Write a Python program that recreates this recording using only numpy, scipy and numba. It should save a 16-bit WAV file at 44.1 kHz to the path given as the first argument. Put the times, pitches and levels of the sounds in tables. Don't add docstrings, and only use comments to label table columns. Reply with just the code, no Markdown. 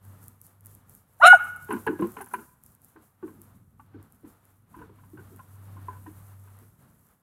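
import sys
import numpy as np
from scipy import signal
from scipy.fft import rfft, irfft
from scipy.io import wavfile
from scipy.ndimage import uniform_filter1d, minimum_filter1d, map_coordinates
from numba import njit

SR = 44100
rng = np.random.default_rng(int(sys.argv[2]) if len(sys.argv) > 2 else 0)


def rack_gain(trim_db):
    fader = np.asarray(trim_db, float)
    return 10 ** (fader / 20)


def to_wav(s):
    ch = np.atleast_2d(s).T
    pcm = np.round(np.clip(ch, -1, 1) * 32767)
    wavfile.write(sys.argv[1], SR, pcm.astype(np.int16))


N = 318622
TOP_HZ, CLICK_TOP_HZ = 15850, 16900


def unit(x):
    return x / np.sqrt(np.mean(x ** 2))


def shape_db(points, hz):
    f, db = np.transpose(points)
    return np.interp(np.log(np.maximum(hz, 1)), np.log(f), db)


def noise(points, lo_hz, hi_hz, count):
    hz = np.arange(count // 2 + 1) * SR / count + 1e-9
    edges = 1 / np.sqrt((1 + (lo_hz / hz) ** 8) * (1 + (hz / hi_hz) ** 8))
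    return irfft(rfft(rng.standard_normal(count)) * rack_gain(shape_db(points, hz)) * edges, count)


def walk(rate, count):
    k = int(SR / rate)
    steps = np.repeat(rng.standard_normal(count // k + 1), k)
    return 1.5 * uniform_filter1d(uniform_filter1d(steps, k), k)[:count]


def add(out, s, x):
    i = int(s * SR)
    out[i:i + len(x)] += x[:len(out) - i]


def ring(hz, db, t60, push_s):
    t = np.arange(int(.5 * SR))[:, None] / SR
    modes = rack_gain(db) * np.sin(2 * np.pi * hz * t) * rack_gain(-60 * t / t60)
    return modes.sum(axis=1) * (1 - np.exp(-t[:, 0] / push_s))


def low_pass(x, hz):
    return signal.sosfilt(signal.ellip(10, .2, 60, hz, fs=SR, output="sos"), x)


def gate_db(stirs):
    open_db_per_s, shut_db_per_s, shut_db = 330, 129.5, -84.5
    linger_db, linger_db_per_s = -12.5, 39.5
    t, power = np.arange(N) / SR, rack_gain(2 * shut_db)
    for s, db, hold in stirs:
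        early = np.maximum(s - t, 0)
        after = np.maximum(t - s - hold, 0)
        closing_db = np.maximum(-shut_db_per_s * after, linger_db - linger_db_per_s * after)
        power = power + rack_gain(2 * (db - open_db_per_s * early + closing_db))
    return 10 * np.log10(power)


# time in seconds, level in dB.
MACHINE_LEVEL = [(0.0, -58), (0.08, -49.5), (0.54, -68.5), (0.64, -52.5), (0.98, -64), (1.07, -77),
                 (1.18, -63.5), (2.05, -55.5), (2.51, -84), (3.54, -56), (3.7, -72), (4.0, -53),
                 (4.08, -68.5), (5.41, -54.5), (5.75, -45), (6.58, -51), (6.92, -72), (7.22, -80)]


def machine_hum(hum_db, quick_db):
    hz = 97.5 + 1.2 * walk(10, N)
    tone = np.sqrt(2) * np.sin(2 * np.pi * np.cumsum(hz) / SR)
    return tone * rack_gain(hum_db + .45 * quick_db + 1.8 * walk(12, N))


# frequency in Hz, level in dB per Hz.
AIR_COLOUR = [(12, -61), (20, -30), (64, -6.5), (97, -7.5), (125, -4), (246, -11), (335, -20.5), (589, -28),
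              (1260, -26), (2550, -41.5), (5010, -45), (9860, -35), (12700, -31.5), (15500, -40.5),
              (16800, -50)]


def open_air(hum_db, slow_db, quick_db):
    hum_swing, gate_swing = hum_db + 60, slow_db + 65.5
    rumble_db = -58.5 + .3 * hum_swing + 0.4 * gate_swing + 0.55 * quick_db
    rumble = unit(noise(AIR_COLOUR, 15, 390, N)) * rack_gain(rumble_db + 2.2 * walk(5.0, N))
    mid_db = -65 + 0.16 * hum_swing + 0.61 * gate_swing + 0.41 * quick_db
    mid = unit(noise(AIR_COLOUR, 420, 4500, N)) * rack_gain(mid_db + 1.502 * walk(20, N))
    return rumble + mid


def leaf_rustle(rustle_db):
    grains = uniform_filter1d(rack_gain(2.2 * rng.exponential(size=N)), size=40)
    leaves = unit(noise(AIR_COLOUR, 4900, 19000, N) * grains)
    return leaves * rack_gain(rustle_db + 1.07 + 1.1 * walk(42, N))


# start in seconds, rustle in dB, hold in seconds.
PAW_STIRS = [(.05, -65.5, 0.094), (0.231, -61, 0.032), (.445, -61.5, 0.014), (0.673, -63, 0.049),
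             (0.902, -62.5, 0.055), (1.1, -74, 0.043), (1.22, -59, .14), (1.37, -59.5, .04),
             (1.437, -58, 0.067), (1.623, -58, 0.0066), (1.717, -56.5, 0.097), (1.86, -61.5, 0.068),
             (2.0, -60, 0.27), (2.326, -60, 0.13), (2.664, -62.5, 0.0088), (2.84, -63, 0.016),
             (3.03, -67.5, 0.017), (3.255, -67, 0.073), (3.425, -64, 0.0085), (3.553, -71, .01),
             (3.807, -72.5, 0.0083), (4.033, -72, .01), (4.133, -72.5, 0.03), (4.284, -65.5, 0.0088),
             (4.44, -71.5, 0.081), (4.716, -68.5, 0.1), (4.95, -73.5, 0.065), (5.047, -70.5, 0.084),
             (5.199, -67.5, 0.13), (5.377, -67, 0.39), (5.819, -65.5, 0.51), (6.398, -68, 0.28),
             (6.795, -71, 0.21), (7.05, -71, 0.073)]


def yard():
    hum_db = np.interp(np.arange(N) / SR, *np.transpose(MACHINE_LEVEL))
    knocks = [(s + 0.014, -51 + 0.35 * db, 0.023) for s, db, hz, contact in WALL_THUDS]
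    low_db = gate_db(PAW_STIRS + knocks)
    slow_db = uniform_filter1d(low_db, size=SR // 5)
    quick_db = np.clip(low_db - slow_db, -12, 4)
    steady = machine_hum(hum_db, quick_db) + open_air(hum_db, slow_db, quick_db)
    return steady + leaf_rustle(gate_db(PAW_STIRS))


def click(hz):
    t = np.arange(-66, 66) / SR
    return np.sin(2 * np.pi * hz * t + .6) * np.exp(-(t / .00008) ** 2)


# time in seconds, peak in dB.
TWIG_SNAPS = [(.2273, -41), (.239, -38), (.2807, -28.5), (.414, -31.5), (0.4655, -37), (.648, -42),
              (.658, -31.5), (.6666, -32), (0.749, -34.5), (0.8944, -35.5), (0.9367, -45), (0.949, -34),
              (1.561, -35), (1.6455, -35.5), (.607, -42), (2.07, -35.5), (2.104, -42.5), (2.118, -34),
              (2.817, -44), (4.0268, -43), (4.452, -44), (2.2602, -34), (2.636, -35.5), (2.6617, -36.5),
              (2.749, -41), (2.8452, -37), (3.416, -33.5), (4.122, -40.5), (5.361, -39.5), (6.5876, -41.5)]


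def snaps():
    sudden, soft, faint = np.zeros(N), np.zeros(N), np.zeros(N)
    for s, db in TWIG_SNAPS:
        add(sudden if db > -31.5 else soft, s, rack_gain(db + 4.5) * click(11820))
    chance = rng.random((900, 2))
    places = (chance[:, 0] * N).astype(int)
    faint[places] = rack_gain(10.5 - 4 * np.log(chance[:, 1] + .02))
    faint *= rack_gain(gate_db(PAW_STIRS))
    soft += np.convolve(faint, click(11500), "same")
    return low_pass(sudden, CLICK_TOP_HZ) + low_pass(soft, TOP_HZ)


# frequency in Hz, level in dB, ring time T60 in seconds.
TAG_MODES = [(6350, -19.5, 0.027), (10060, 0.5, 0.041), (11400, -9, .045), (13750, -18, .07),
             (14640, -13.5, .04)]
# time in seconds, peak in dB.
TAG_CHINKS = [(1.198, -49), (1.42, -52), (1.442, -44.5), (1.48, -53), (1.568, -51.5), (2.286, -45.5),
              (2.3094, -46), (2.32, -48), (2.3356, -31), (2.343, -36), (2.3624, -47), (2.4132, -47.5)]


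def collar():
    out, (hz, db, t60) = np.zeros(N), np.transpose(TAG_MODES)
    chances = rng.standard_normal((len(TAG_CHINKS), len(TAG_MODES)))
    for (s, peak_db), chance in zip(TAG_CHINKS, chances):
        mode_hz = hz * (1 + .012 * chance[::-1])
        add(out, s, ring(mode_hz, peak_db - 1.5 + db + 4 * chance, 0.84 * t60, 0.00034))
    return out


# time in seconds, pitch in Hz, second tone in dB, first tone
# against the second in dB, roughness from 0 to 1.
YELP_VOICE = [
    (1.226, 520, -29.5, -4, 0.17),
    (1.238, 590.4, -9.5, -10, 0.43),
    (1.265, 692.3, -7, -12, 0.49),
    (1.276, 722, -17.5, 2, 0.68),
    (1.285, 732, -4, -11, 0.23),
    (1.297, 732, -14.5, -9, 0.25),
    (1.318, 724.2, 0, -41.5, 0.01),
    (1.346, 738, -10.5, -29, .05),
    (1.356, 735, -29.5, -26, .03),
]
# start in seconds, length in seconds, starting pitch in Hz,
# pitch it heads for in Hz, peak in dB.
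VOICE_BREAKS = [
    (1.197, 0.042, 600, 1080, -20),
    (1.222, 0.057, 560, 770, -9),
    (1.21, .062, 440, 745, -9),
    (1.327, .043, 914, 620, -6),
]
# rise in seconds, glide in seconds, sag in dB, second tone against
# the first in dB, roughness from 0 to 1.
BREAK_MANNER = [
    (.016, .016, -3, -14, 0.5),
    (0.014, 0.02, -1, -32.5, 0.6),
    (0.018, 0.0089, -5.5, 19.5, .15),
    (0.003, .016, -13, -13, 0.2),
]


def voices():
    release_s, edge_db = 0.018, -29
    s, hz, db, first_db, rough = np.transpose(YELP_VOICE)
    over_db = db - 2.5 - 12 * (1 - 2 * rough)
    out = [np.transpose([s, hz, db + first_db, db, over_db, rough])]
    for row, manner in zip(VOICE_BREAKS, BREAK_MANNER):
        start, length, from_hz, to_hz, db = row
        rise, glide, sag_db, second_db, rough = manner
        t = np.linspace(0, length, num=30)
        hz = to_hz + (from_hz - to_hz) * np.exp(-t / glide)
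        turns = [0, rise, max(length - release_s, rise), length]
        level = db + np.interp(t, turns, [edge_db, 0, sag_db, sag_db + edge_db])
        first = level - max(second_db, 0)
        second = level + min(second_db, 0)
        out.append(np.transpose([start + t, hz, first, second, second - 13, rough + 0 * t]))
    return out


# frequency in Hz, level in dB.
RASP_COLOUR = [(2940, -48), (5000, -21.5), (5590, -10), (5990, -31.5), (6350, -9.5), (6630, -8),
               (8380, -15.5), (8880, -3), (9410, -0.5), (11300, -18.5), (12100, -11), (14200, -18.5),
               (16000, -34)]


def patchy_air(count):
    edges = np.geomspace(5000, 17000, 9)
    bands = [noise(RASP_COLOUR, lo, hi, count) * rack_gain(5 * walk(62, count)) for lo, hi in zip(edges, edges[1:])]
    return unit(sum(bands))


# time in seconds, level in dB.
BREATH_EFFORT = [
    (1.2, -66),
    (1.222, -57.5),
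    (1.246, -39.5),
    (1.266, -30),
    (1.28, -30),
    (1.29, -38),
    (1.336, -42),
    (1.36, -51),
    (1.39, -65),
]


def rasp():
    out, count = np.zeros(N), 9216
    t = BREATH_EFFORT[0][0] + np.arange(count) / SR
    hz = np.maximum(np.interp(t, *np.transpose(YELP_VOICE)[:2]), 680)
    sag = 1 + 0.05 * (t - 1.27) / 0.12
    phase = 2 * np.pi * np.cumsum(hz * (1 + 0.0084 * walk(200, count))) / SR
    tones = np.zeros(count)
    for k in range(7, 22):
        flicker_db = 5.8 * walk(70, count)
        tones += rack_gain(shape_db(RASP_COLOUR, k * hz * sag) + flicker_db) * np.sin(k * phase)
    air = map_coordinates(patchy_air(2 * count), [np.cumsum(1 / sag)], order=3)
    effort = rack_gain(np.interp(t, *np.transpose(BREATH_EFFORT))) * (t < BREATH_EFFORT[-1][0])
    add(out, t[0], effort * (unit(air) + rack_gain(-1.5) * unit(tones)))
    return out


# frequency in Hz, level in dB.
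THROAT_COLOUR = [(1070, -23.5), (1390, 4), (1690, -17), (1980, -22.5), (2200, -12), (2500, -26),
                 (2880, -11), (3320, -31), (4000, -15.5), (4580, -45.5), (5580, -30), (6000, -50.5),
                 (7800, -80), (13200, -120)]


def dog():
    out, count = np.zeros(N), 6144
    for voice in voices():
        s, *columns = np.transpose(voice)
        t = s[0] + np.arange(count) / SR
        edge = np.interp(t, [s[0], s[0] + .004, s[-1] - .004, s[-1]], [0, 1, 1, 0])
        hz, first_db, second_db, over_db, rough = (np.interp(t, s, c) for c in columns)
        phase = 2 * np.pi * np.cumsum(hz * (1 + .015 * rough * walk(150, count))) / SR
        tone = rack_gain(first_db) * np.sin(phase) + rack_gain(second_db) * np.sin(2 * phase)
        for k in range(3, 8):
            shake_db = 6 * rough * walk(200, count)
            clean_loss_db = 20.5 * (k > 4) * np.clip(.45 - rough, 0, 1)
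            level_db = over_db + 1.5 + shape_db(THROAT_COLOUR, k * hz) + shake_db - clean_loss_db
            tone += rack_gain(level_db) * np.sin(k * phase)
        hoarse = unit(noise(THROAT_COLOUR, 1500, 8600, count))
        hoarse *= rack_gain(over_db + 0.5) * np.clip(rough + .05, 0, 1)
        tone *= np.sqrt(2) * rack_gain(5 * rough * walk(150, count))
        add(out, s[0], (tone + hoarse) * edge)
    mouth_hz, mouth_width_hz = 4780, 700
    notch = signal.iirnotch(mouth_hz, mouth_hz / mouth_width_hz, fs=SR)
    out = signal.lfilter(*notch, out + rasp())
    return signal.sosfilt(signal.butter(6, 560, "high", fs=SR, output="sos"), out)


def lasting(table, t60, loss):
    return [(s, db, hz, t60 * (1000 / hz) ** loss, sum(clatter), contact)
            for s, db, hz, contact, *clatter in table]


def blows(table, body, others_db, spread_db, lead, count):
    out, t = np.zeros(N), np.arange(2048) / SR
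    lo_hz, hi_hz = body[0][0], body[-1][0]
    for s, db, main_hz, t60, clatter_db, contact in table:
        s -= lead * contact
        level_chance, decay_chance = rng.standard_normal((2, count))
        hz = lo_hz * (hi_hz / lo_hz) ** ((np.arange(count) + rng.random(count)) / count)
        mode_db = shape_db(body, hz) + spread_db * level_chance
        crowd = ring(hz, mode_db, t60 * rack_gain(2.0 * decay_chance), contact)
        push = rng.standard_normal(len(t)) * np.exp(-t / contact)
        crowd = signal.fftconvolve(crowd, push / np.sqrt(np.sum(push ** 2)))
        add(out, s, rack_gain(db + others_db + clatter_db) * crowd / np.abs(crowd).max())
        add(out, s, ring(np.array([main_hz]), db + 4.5, t60, contact))
    return out


# time in seconds, peak in dB, strongest mode in Hz,
# contact in seconds.
WALL_THUDS = [(1.698, -28.5, 409, 0.007), (1.72, -27.5, 408, 0.016), (1.734, -28.5, 247.4, 0.0037),
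              (1.747, -28.5, 225, 0.0023), (1.773, -41, 292, .013), (1.877, -19.5, 439.4, .009),
              (1.896, -24.5, 310, 0.00524), (1.923, -34.5, 386, 0.0054), (2.001, -21, 306.6, 0.01),
              (2.027, -20, 341, 0.003), (2.048, -31, 234.7, 0.00603), (2.174, -40, 439, 0.0071),
              (2.213, -43, 384, 0.0055), (2.339, -38, 387, 0.0069), (2.389, -39.5, 230, .014),
              (2.963, -45, 317.6, 0.0079), (3.007, -56.5, 227, 0.0067), (3.235, -30, 369.5, 0.0089),
              (3.285, -43, 340, .008), (3.339, -49, 265, 0.0056), (3.383, -49, 216, 0.011),
              (3.952, -39.5, 316, 0.0081), (3.965, -43, 227, 0.0094), (4.241, -41, 300.3, 0.0094),
              (4.26, -49, 217, 0.00806), (4.773, -42.5, 294, .0092), (4.813, -43, 297, 0.009),
              (4.896, -48, 378, 0.0091), (5.136, -43, 306.5, 0.0029), (5.19, -44.5, 373, 0.0074),
              (5.324, -45.5, 379.5, 0.011), (5.763, -49.5, 177, 0.0083), (5.886, -47, 401, 0.005),
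              (6.073, -40.5, 304.7, 0.0067), (6.618, -55, 251.4, 0.0083)]
# frequency in Hz, level in dB.
WALL_MODES = [(190, -11.5), (240, -5), (310, 1.5), (420, -4.5), (500, -14.5)]
# frequency in Hz, level in dB.
SCUFF_COLOUR = [(120, -8), (220, -1), (330, .1), (480, -8), (620, -26), (950, -18), (1500, -22),
                (2200, -32)]


def wall_thuds():
    thuds = lasting(WALL_THUDS, 0.12, 0)
    out = blows(thuds, WALL_MODES, others_db=-2.0, spread_db=3.5, lead=0.91, count=9)
    t = np.arange(12288) / SR
    for s, db, hz, contact in WALL_THUDS:
        swell = (1 - np.exp(-t / .012)) * rack_gain(db - 17 - 60 * t / .3)
        add(out, s, swell * unit(noise(SCUFF_COLOUR, 120, 2200, len(t))))
    return out


# time in seconds,
# peak in dB, strongest mode in Hz, contact in seconds, clatter in dB.
TROT_TAPS = [(1.687, -36, 867, 0.0047, -0.5), (1.707, -22.5, 989, 0.0038, -3),
             (1.72, -26, 1000, 0.0045, -3), (1.732, -29, 927, 0.004, -0.5),
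             (1.764, -38.5, 1017, 0.0034, 0.5), (1.775, -42.5, 1055, 0.0025, 1.5),
             (1.867, -24, 940, 0.0062, 2), (1.875, -20.5, 1650, 0.0015, -3),
             (1.888, -29.5, 1500, 0.0035, -16), (1.909, -38, 1067, 0.0047, -2),
             (1.93, -42, 975, 0.0034, -1), (1.991, -39, 1010, 0.0077, 2), (2.022, -24, 1030, 0.0036, -6),
             (2.04, -33, 1040, .004, -6), (2.167, -34, 1000, 0.0018, 1.5),
             (2.185, -42.5, 1417, 0.0036, 4.5), (2.206, -33.5, 805, 0.0052, 1.8),
             (2.265, -48, 1045, .0028, 3), (2.312, -46.5, 1450, 0.0057, -.1), (2.338, -21, 995, 0.0012, -5),
             (2.341, -30, 1500, .002, -3), (2.34, -37, 2400, .002, -9), (2.389, -41.5, 1420, 0.0047, -2.5)]
# time in seconds, peak in dB,
# strongest mode in Hz, contact in seconds, clatter in dB.
TOP_SHIFTS = [(2.962, -45.5, 1556, 0.0041, -0.3), (3.227, -44.5, 1135, 0.0036, .1),
              (3.277, -46.5, 1071, 0.0035, .1), (3.796, -46.5, 1154, 0.0027, 0.5),
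              (3.938, -56.5, 799, 0.0039, 1), (4.247, -56.5, 1000, 0.0049, 0.2),
              (4.742, -41, 1014, 0.0038, -4.5), (4.764, -50, 963, 0.0045, 1),
              (4.789, -46.5, 1000, 0.0038, .1), (4.816, -41.5, 993, 0.0045, -0.5),
              (4.893, -57, 927, 0.0031, -5), (4.986, -52.5, 1038, 0.0051, -1.7),
              (5.035, -53, 1030, 0.004, -1.3), (5.174, -47, 1518, 0.005, 1.5),
              (5.191, -47.5, 1450, 0.004, .1), (5.392, -41.5, 1049, 0.0037, 1),
              (5.767, -48, 1040, 0.00307, 1), (5.884, -27, 1005, 0.0021, -11),
              (5.906, -44, 1000, 0.0036, -4), (5.93, -44, 997, 0.0037, -1.5),
              (5.951, -48, 1000, 0.0023, -6), (5.966, -49, 1000, 0.0027, -5.5),
              (6.063, -42.5, 1000, 0.0047, -2), (6.065, -50, 1837, 0.0022, 4),
              (6.475, -55, 1541, 0.0042, .1)]
# frequency in Hz, level in dB.
RIB_MODES = [(650, -64), (850, 2), (1050, 3.5), (1250, -15), (1500, 3), (1800, -12.5), (2050, -43.5)]
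# frequency in Hz, level in dB.
HORN_COLOUR = [(1400, 6), (1900, -3), (2150, -5), (2400, -6), (2900, -5.5), (3400, -22.5), (4400, -22),
               (5200, -41.5)]


def rib_taps():
    taps = lasting(TROT_TAPS, 0.054, 0.7) + lasting(TOP_SHIFTS, 0.061, 0.7)
    out = blows(taps, RIB_MODES, others_db=-1.5, spread_db=1.5, lead=0.301, count=22)
    t = np.arange(4096) / SR
    swell = (1 - np.exp(-t / 0.00081)) * (np.exp(-t / 0.0093) + 0.26 * np.exp(-t / 0.018))
    usual_db = -42.5
    for table, crack_db, share in ((TROT_TAPS, -12.5, 1), (TOP_SHIFTS, -18.5, 0.48)):
        for s, db, hz, contact, clatter_db in table:
            level_db = usual_db + share * (db + clatter_db - usual_db) + crack_db
            add(out, s, rack_gain(level_db) * unit(noise(HORN_COLOUR, 1300, 5300, len(t))) * swell)
    return out


# time in seconds, peak in dB.
GRIT_CRUNCHES = [
    (1.705, -43),
    (1.727, -35.5),
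    (1.866, -40),
    (2.01, -43),
    (2.2125, -37),
    (2.22, -37.5),
    (2.244, -45.5),
]
# frequency in Hz, level in dB.
GRIT_COLOUR = [(5000, -24), (8000, -15), (10500, 10), (13000, -8), (16000, -10)]


def crunches():
    out, t = np.zeros(N), np.arange(1024) / SR
    for s, db in GRIT_CRUNCHES:
        add(out, s, rack_gain(db) * unit(noise(GRIT_COLOUR, 4000, 18000, len(t))) * np.exp(-t / 0.0035))
    return out


@njit
def walls(x, lags, gain, damp):
    line, soft, out = np.zeros((8, 8192)), np.zeros(8), np.zeros(len(x))
    for i in range(len(x)):
        total = 0.
        for k in range(8):
            soft[k] += (1 - damp) * (gain[k] * line[k, (i - lags[k]) & 8191] - soft[k])
            total += soft[k]
        out[i] = soft[0] - soft[3] + soft[4] - soft[7]
        for k in range(8):
            line[k, i & 8191] = x[i] + soft[k] - total / 4
    return out


def butter(x, order, hz, kind):
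    return signal.lfilter(*signal.butter(order, hz, kind, fs=SR), x)


# delay in seconds, level in dB.
SHED_SLAPS = [
    (0.022, -16.5),
    (.038, -21),
    (.082, -21.5),
    (.14, -29.5),
    (0.216, -35),
    (0.311, -47),
]


def echoes(yelp, steps):
    t60_s = 0.71
    thin = butter(yelp, 3, 1299, "high") + rack_gain(-3.5) * butter(steps, 3, 750, "high")
    thin = butter(thin, 4, 3030, "low")
    lags = rng.integers(900, 4000, 8)
    out = rack_gain(-21) * walls(thin + 1e-18, lags, rack_gain(-60 * lags / SR / t60_s), 0.44)
    dull = butter(thin, 2, [1150, 1750], "band") + rack_gain(-6.0) * butter(yelp, 2, [2050, 3100], "band")
    for delay_s, db in SHED_SLAPS:
        add(out, delay_s, rack_gain(db) * dull)
    return out


def scene():
    quiet, sudden = yard() + collar() + crunches(), snaps()
    yelp, steps = dog(), wall_thuds() + rib_taps()
    bent = rack_gain(-38) * butter(yelp ** 2, 2, [20, 400], "band")
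    return (low_pass(yelp + bent + steps + echoes(yelp, steps) + quiet, TOP_HZ) + sudden)[None]


def band_limit(x):
    return signal.sosfilt(signal.butter(12, 17000, fs=SR, output="sos"), x)


def record(dry):
    gain = np.minimum(1, .97 / np.maximum(np.abs(dry), 1e-9))
    gain = uniform_filter1d(minimum_filter1d(gain, size=257), size=129)
    return band_limit(dry * gain)


dry = scene()
out = record(dry)
to_wav(out)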